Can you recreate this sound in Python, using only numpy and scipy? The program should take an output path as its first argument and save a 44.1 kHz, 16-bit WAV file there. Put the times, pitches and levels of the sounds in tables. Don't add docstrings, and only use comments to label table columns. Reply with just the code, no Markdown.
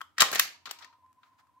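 import sys
import numpy as np
from scipy import signal
from scipy.fft import rfft, irfft, next_fast_len
from scipy.io import wavfile
from scipy.ndimage import map_coordinates

SR = 44100
rng = np.random.default_rng(int(sys.argv[2]) if len(sys.argv) > 2 else 0)


def inscribe(sig):
    pcm = np.round(np.clip(np.atleast_2d(sig).T, -1, 1) * 32767)
    wavfile.write(sys.argv[1], SR, pcm.astype(np.int16))


N = 70560

# (frequency [Hz], relative level [dB])
FLOOR_SPECTRUM = [(20, -23), (55, -14.5), (85, 12), (115, 0), (200, -11.5), (275, -0.5), (400, -15.5),
                  (900, -7), (2000, -16.5), (5000, -25.5), (16000, -28.5)]
# (frequency [Hz], t60 [s])
ROOM_T60 = [(80, .45), (300, 0.48), (1200, 0.33), (4000, 0.33), (8000, 0.28), (15000, 0.18)]
# (time [s], lower tone [dB], upper tone [dB])
WHINE_LEVELS = [(0.451, -80, -90), (.62, -73, -79), (.82, -62, -65.5), (.98, -68, -64.5),
                (1.13, -86, -65.5), (1.24, -80.5, -65.5), (1.6, -75.5, -68)]
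# (time [s], length [s], level [dB])
FINGER_RUBS = [(.82, 0.031, -53), (1.26, 0.077, -70), (1.34, 0.052, -77.5), (1.398, 0.031, -62.5)]
# (frequency [Hz], relative level [dB])
RUB_SPECTRUM = [(200, -57), (800, -1.5), (1250, 3.5), (2000, -2.5), (2800, -12), (3600, -9), (7800, -17),
                (9000, -26), (16000, -23)]
# (frequency [Hz], relative level [dB])
SPRING_SPECTRUM = [(2500, -40), (3000, -3), (3200, 0), (3400, -4), (3900, -40)]
# (time [s], length [s], level [dB])
SLIDE_SCRAPES = [(.178, 0.015, -55.5), (.338, .022, -41.5), (.367, 0.067, -36)]
# (frequency [Hz], relative level [dB])
SCRAPE_SPECTRUM = [(150, -17), (700, -11), (1000, -4), (1800, 8.5), (2700, 2.5), (5500, -8.5),
                   (15000, -23.5)]
# (frequency [Hz], relative level [dB], t60 [multiple of the crack's])
CASE_MODES = [(1090.6, -4, 1.6), (1245.5, -2.5, 1.3), (1342, 2, 0.61), (1576, -3, 0.67), (1864, 0.5, 0.75),
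              (2344, 0.5, 0.38), (3123, -3.5, 1.3), (3763, -10, 2.7), (4726, -7, .9), (6250, -9, 3),
              (7485, 11, 1.3)]
# (frequency [Hz], relative level [dB])
CRACK_SPECTRUM = [(200, -29), (700, -15.5), (1200, 2), (2000, 4), (3200, 4), (4300, 5.5), (6000, 3.5),
                  (7900, -1), (8600, -9), (10500, -9.5), (12500, -7.5), (15500, -11)]
# (frequency [Hz], relative level [dB])
THUD_SPECTRUM = [(30, -22), (80, -5), (160, -4.5), (350, -2.5), (570, 1.5), (790, 6.5), (1000, -8),
                 (2000, -31), (6000, -60.5)]
# (time [s], level [dB], thud [dB re crack], ring [dB re crack], ring centre [Hz],
# treble shelf [dB], shelf edge [Hz], t60 [s])
SQUEEZE_CLACKS = [(.1815, -24.5, -18, 2.5, 1670, -2, 5000, 0.042),
                  (.1853, -31, -21.5, 1.5, 1960, 2.5, 7000, 0.014),
                  (.1955, -24, -22, -4, 1990, -26.5, 5630, 0.36),
                  (.2025, -21, -21.5, -2.5, 1630, 3.5, 7000, 0.068),
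                  (.2052, -9, -23, -4, 3600, 5, 8000, 0.032),
                  (.2105, -19, -21.5, 6.5, 1630, -1, 7007, 0.03),
                  (.2165, -22.5, -20.5, -5, 1350, 5, 7000, .05),
                  (.2188, -10, -12.5, -0.5, 2304, 6, 8000, 0.03),
                  (.2213, -19.5, -3, 4.5, 1060, -3.5, 7000, .022),
                  (.226, -30.5, -16.5, 1.5, 1500, -1.5, 6935, 0.0098),
                  (.2281, -24, -10.5, 14, 950, -12, 7060, .02),
                  (.3152, -30.5, -4, -4.5, 1800, 15.5, 10000, 0.026),
                  (.3278, -30.5, -3.5, 4.5, 1554, 8.5, 6890, 0.055),
                  (.333, -29.5, -11.5, -4, 2350, 4, 9000, 0.052),
                  (.348, -28, -23.5, 0, 1850, 17.5, 9340, .035), (.3563, -21, -12, -4, 1830, 0, 6970, .04),
                  (.3828, -27, -13.5, -10.5, 3052, -3, 6100, 0.021),
                  (.3918, -27.5, -20, 3, 3098, 10, 7010, 0.049),
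                  (.3959, -3.5, -22.5, -13, 1420, 10, 9200, 0.013),
                  (.4003, -25, -19, 12, 1930, -5.5, 7000, .017)]
HANDLING_TICKS = [(.0075, -59.5, -2.5, 21, 1320, 8, 6740, 0.081),
                  (.0143, -44, -17.5, 14, 1220, 8.5, 8440, 0.023),
                  (.656, -35.5, -24, -7, 1070, -7.5, 5300, 0.084),
                  (.673, -38.5, -9, 0.5, 1070, -28, 5080, 0.046),
                  (.691, -45, -16, -12.5, 1350, -11, 5340, 0.27),
                  (.7108, -29.5, -15.5, -7.5, 1520, 9.5, 8600, 0.022),
                  (.787, -49, -24, -15, 1250, -3, 8540, 0.078),
                  (.8235, -47, -18, -5.5, 1400, -18, 6500, 0.15),
                  (.8455, -45.5, -14.5, 0, 1900, -3, 7300, .034),
                  (.927, -63.5, -17, 4.5, 1230, -12, 5015, 0.086),
                  (1.0625, -73, -2, 10, 1448, 1, 5990, 0.014), (1.129, -67, -25, -2, 1538, 12, 6900, .012),
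                  (1.2325, -54, -20, -2.5, 1300, -20, 4500, 0.054),
                  (1.47, -76.5, -4, 11, 1150, 7, 6950, 0.03)]

FLOOR_ALIKE, CRACK_ALIKE, THUD_ALIKE = .36, .2, .58
SQUEEZE_ROOM_DB, HANDLING_ROOM_DB, WHINE_ROOM_DB = -11, -12, -3
EARLY_DB, EARLY_T60, ROOM_MONO_HZ = -14.5, .023, 1400
FLOOR_DB, LOW_CUT_HZ, TOP_HZ = -73, 110, 15850
WHINE_HZ = (947, 1021)
WAVER_HZ, FLUTTER_DB = 20, 4.2
SPRING_START_S, PING_DB, PING_T60, SPRING_TAIL_DB, SPRING_TAIL_T60 = .0145, -42.5, .025, -58, .26
RING_FOCUS_DB = 19
GRIP_DETUNE = .015
RING_SPREAD_RAD = .15
RING_LOW_HZ = 970
RING_ROOM_DB = -3
CLACK_ATTACK_S, TICK_ATTACK_S, THUD_ATTACK_S = .00058, .00027, .0015
CLACK_PAN_DB, TICK_PAN_DB, PAN_TOP_HZ, LEFT_LEAD_S = 3, 6, 9600, .00009


def amp(db):
    return 10 ** (np.asarray(db) / 20)


def unit(x):
    return x / np.sqrt(np.mean(x ** 2) + 1e-20)


def along(points, hz):
    frequencies, values = np.transpose(points)
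    return np.interp(np.log(hz + 1), np.log(frequencies + 1), values)


def fade(t, t60):
    return np.exp(-np.log(1000) * t / t60)


def treble_share(hz, edge_hz, order):
    return 1 - 1 / (1 + (hz / edge_hz) ** order)


def filtered(x, response):
    size = x.shape[-1]
    padded = next_fast_len(size + 4096)
    return irfft(rfft(x, padded) * response(np.fft.rfftfreq(padded, 1 / SR)), padded)[..., :size]


def noise(spectrum, alike, size):
    mid, side = filtered(rng.standard_normal((2, size)), lambda hz: amp(along(spectrum, hz)))
    angle = np.arccos(np.clip(alike, -1, 1)) / 2
    mid, side = np.cos(angle) * mid, np.sin(angle) * side
    return unit(np.array([mid + side, mid - side]))


def add(track, start_s, sound):
    part = track[:, max(round(start_s * SR), 0):][:, :sound.shape[1]]
    part += sound[:, :part.shape[1]]


def room_noise():
    return amp(FLOOR_DB) * noise(FLOOR_SPECTRUM, FLOOR_ALIKE, N)


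def diffuse(size):
    mid, side = rng.standard_normal((2, size))
    mid = filtered(mid, lambda hz: np.sqrt(2 - treble_share(hz, ROOM_MONO_HZ, 4)))
    side = filtered(side, lambda hz: np.sqrt(treble_share(hz, ROOM_MONO_HZ, 4)))
    return np.array([mid + side, mid - side])


def room():
    hz, t, bands = signal.stft(diffuse(SR * 2 // 5), SR, nperseg=256)
    build_up = 1 - np.exp(-t / .0067)
    tail = signal.istft(bands * fade(t, along(ROOM_T60, hz)[:, None]) * build_up, SR, nperseg=256)[1]
    return tail / np.linalg.norm(tail[0])


def table_top():
    t = np.arange(SR // 10) / SR
    early = diffuse(len(t)) * fade(t, EARLY_T60) * (1 - np.exp(-t / .0013))
    return early / np.linalg.norm(early[0])


def whine():
    out, t = np.zeros((2, N)), np.arange(N) / SR
    times, *envelopes = np.transpose(WHINE_LEVELS)
    wobble = lambda rate_hz: map_coordinates(rng.standard_normal(N // 100), [t * rate_hz])
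    for hz, levels in zip(WHINE_HZ, envelopes):
        pitch = hz + WAVER_HZ * wobble(rate_hz=120)
        tone = np.sin(2 * np.pi * np.cumsum(pitch) / SR)[None]
        blurred = tone + amp(WHINE_ROOM_DB) * signal.fftconvolve(tone, room(), axes=1)[:, :N]
        flutter = amp(FLUTTER_DB * wobble(rate_hz=60))
        out += unit(blurred * flutter) * amp(np.interp(t, times, levels))
    return out * (t > times[0])


def friction(strokes, spectrum, room_db):
    t = np.arange(N) / SR
    swells = sum(amp(db) * np.exp(-(2 * (t - peak_s) / length) ** 2) for peak_s, length, db in strokes)
    rub = noise(spectrum, CRACK_ALIKE, N) * swells
    return rub + amp(room_db) * signal.fftconvolve(rub, room(), axes=1)[:, :N]


def spring():
    out, t = np.zeros((2, N)), np.arange(N) / SR
    envelope = amp(PING_DB) * fade(t, PING_T60) + amp(SPRING_TAIL_DB) * fade(t, SPRING_TAIL_T60)
    add(out, SPRING_START_S, noise(SPRING_SPECTRUM, CRACK_ALIKE, N) * envelope)
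    return out


def case_ring(t, rise, centre_hz, t60):
    hz, db, t60_ratio = np.transpose(CASE_MODES)[:, :, None]
    gain = amp(db - RING_FOCUS_DB * np.abs(np.log2(hz / centre_hz)) + rng.normal(0, 1, hz.shape))
    hz = hz * (1 + GRIP_DETUNE * rng.standard_normal(hz.shape))
    scatter = rng.normal(0, 2, hz.shape) + rng.normal(0, 1, (2, len(hz), 1))
    phase = scatter * RING_SPREAD_RAD * (hz / hz[0]) ** 2
    modes = gain * np.sin(2 * np.pi * hz * t + phase) * fade(t, t60_ratio * t60)
    ring = modes.sum(1) * np.sqrt(2) / np.linalg.norm(gain)
    return signal.sosfilt(signal.butter(4, RING_LOW_HZ, "high", fs=SR, output="sos"), ring * rise)


def clack(thud_db, ring_db, centre_hz, treble_db, edge_hz, t60, attack_s):
    t = np.arange(SR // 10) / SR
    rise = 1 - np.exp(-t / attack_s)
    crack = noise(CRACK_SPECTRUM, CRACK_ALIKE, len(t))
    crack = filtered(crack, lambda hz: amp(treble_db * treble_share(hz, edge_hz, 8)))
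    ring = case_ring(t, rise, centre_hz, t60)
    thud_envelope = fade(t, 1.1 * t60) * (1 - np.exp(-t / THUD_ATTACK_S))
    thud = noise(THUD_SPECTRUM, THUD_ALIKE, len(t)) * thud_envelope
    return crack * fade(t, t60) * rise + amp(ring_db) * ring + amp(thud_db) * thud


def knocks(rows, attack_s, pan_db, room_db):
    out, side = np.zeros((2, N)), np.array([[.5], [-.5]])
    pan = lambda hz: amp(side * pan_db * (hz < PAN_TOP_HZ))
    lead = lambda hz: np.exp(2j * np.pi * hz * side * LEFT_LEAD_S)
    for start_s, db, thud_db, ring_db, *timbre in rows:
        ahead = amp(db) * clack(thud_db, ring_db, *timbre, attack_s)
        down = amp(db) * clack(thud_db, ring_db, *timbre, attack_s)
        around = amp(db) * clack(thud_db, ring_db + RING_ROOM_DB, *timbre, attack_s)
        add(out, start_s, filtered(ahead, lambda hz: pan(hz) * lead(hz)))
        add(out, start_s, amp(EARLY_DB) * signal.fftconvolve(down, table_top(), axes=1))
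        add(out, start_s, amp(room_db) * signal.fftconvolve(around, room(), axes=1))
    return out


def scene():
    clacks = knocks(SQUEEZE_CLACKS, CLACK_ATTACK_S, CLACK_PAN_DB, SQUEEZE_ROOM_DB)
    ticks = knocks(HANDLING_TICKS, TICK_ATTACK_S, TICK_PAN_DB, HANDLING_ROOM_DB)
    slide = friction(SLIDE_SCRAPES, SCRAPE_SPECTRUM, SQUEEZE_ROOM_DB)
    fingers = friction(FINGER_RUBS, RUB_SPECTRUM, HANDLING_ROOM_DB)
    return clacks + ticks + slide + spring() + fingers + whine() + room_noise()


def record(dry):
    thinned = signal.sosfilt(signal.butter(2, LOW_CUT_HZ, "high", fs=SR, output="sos"), dry)
    return filtered(thinned, lambda hz: 1 / (1 + (hz / TOP_HZ) ** 120))


dry = scene()
out = record(dry)
inscribe(out)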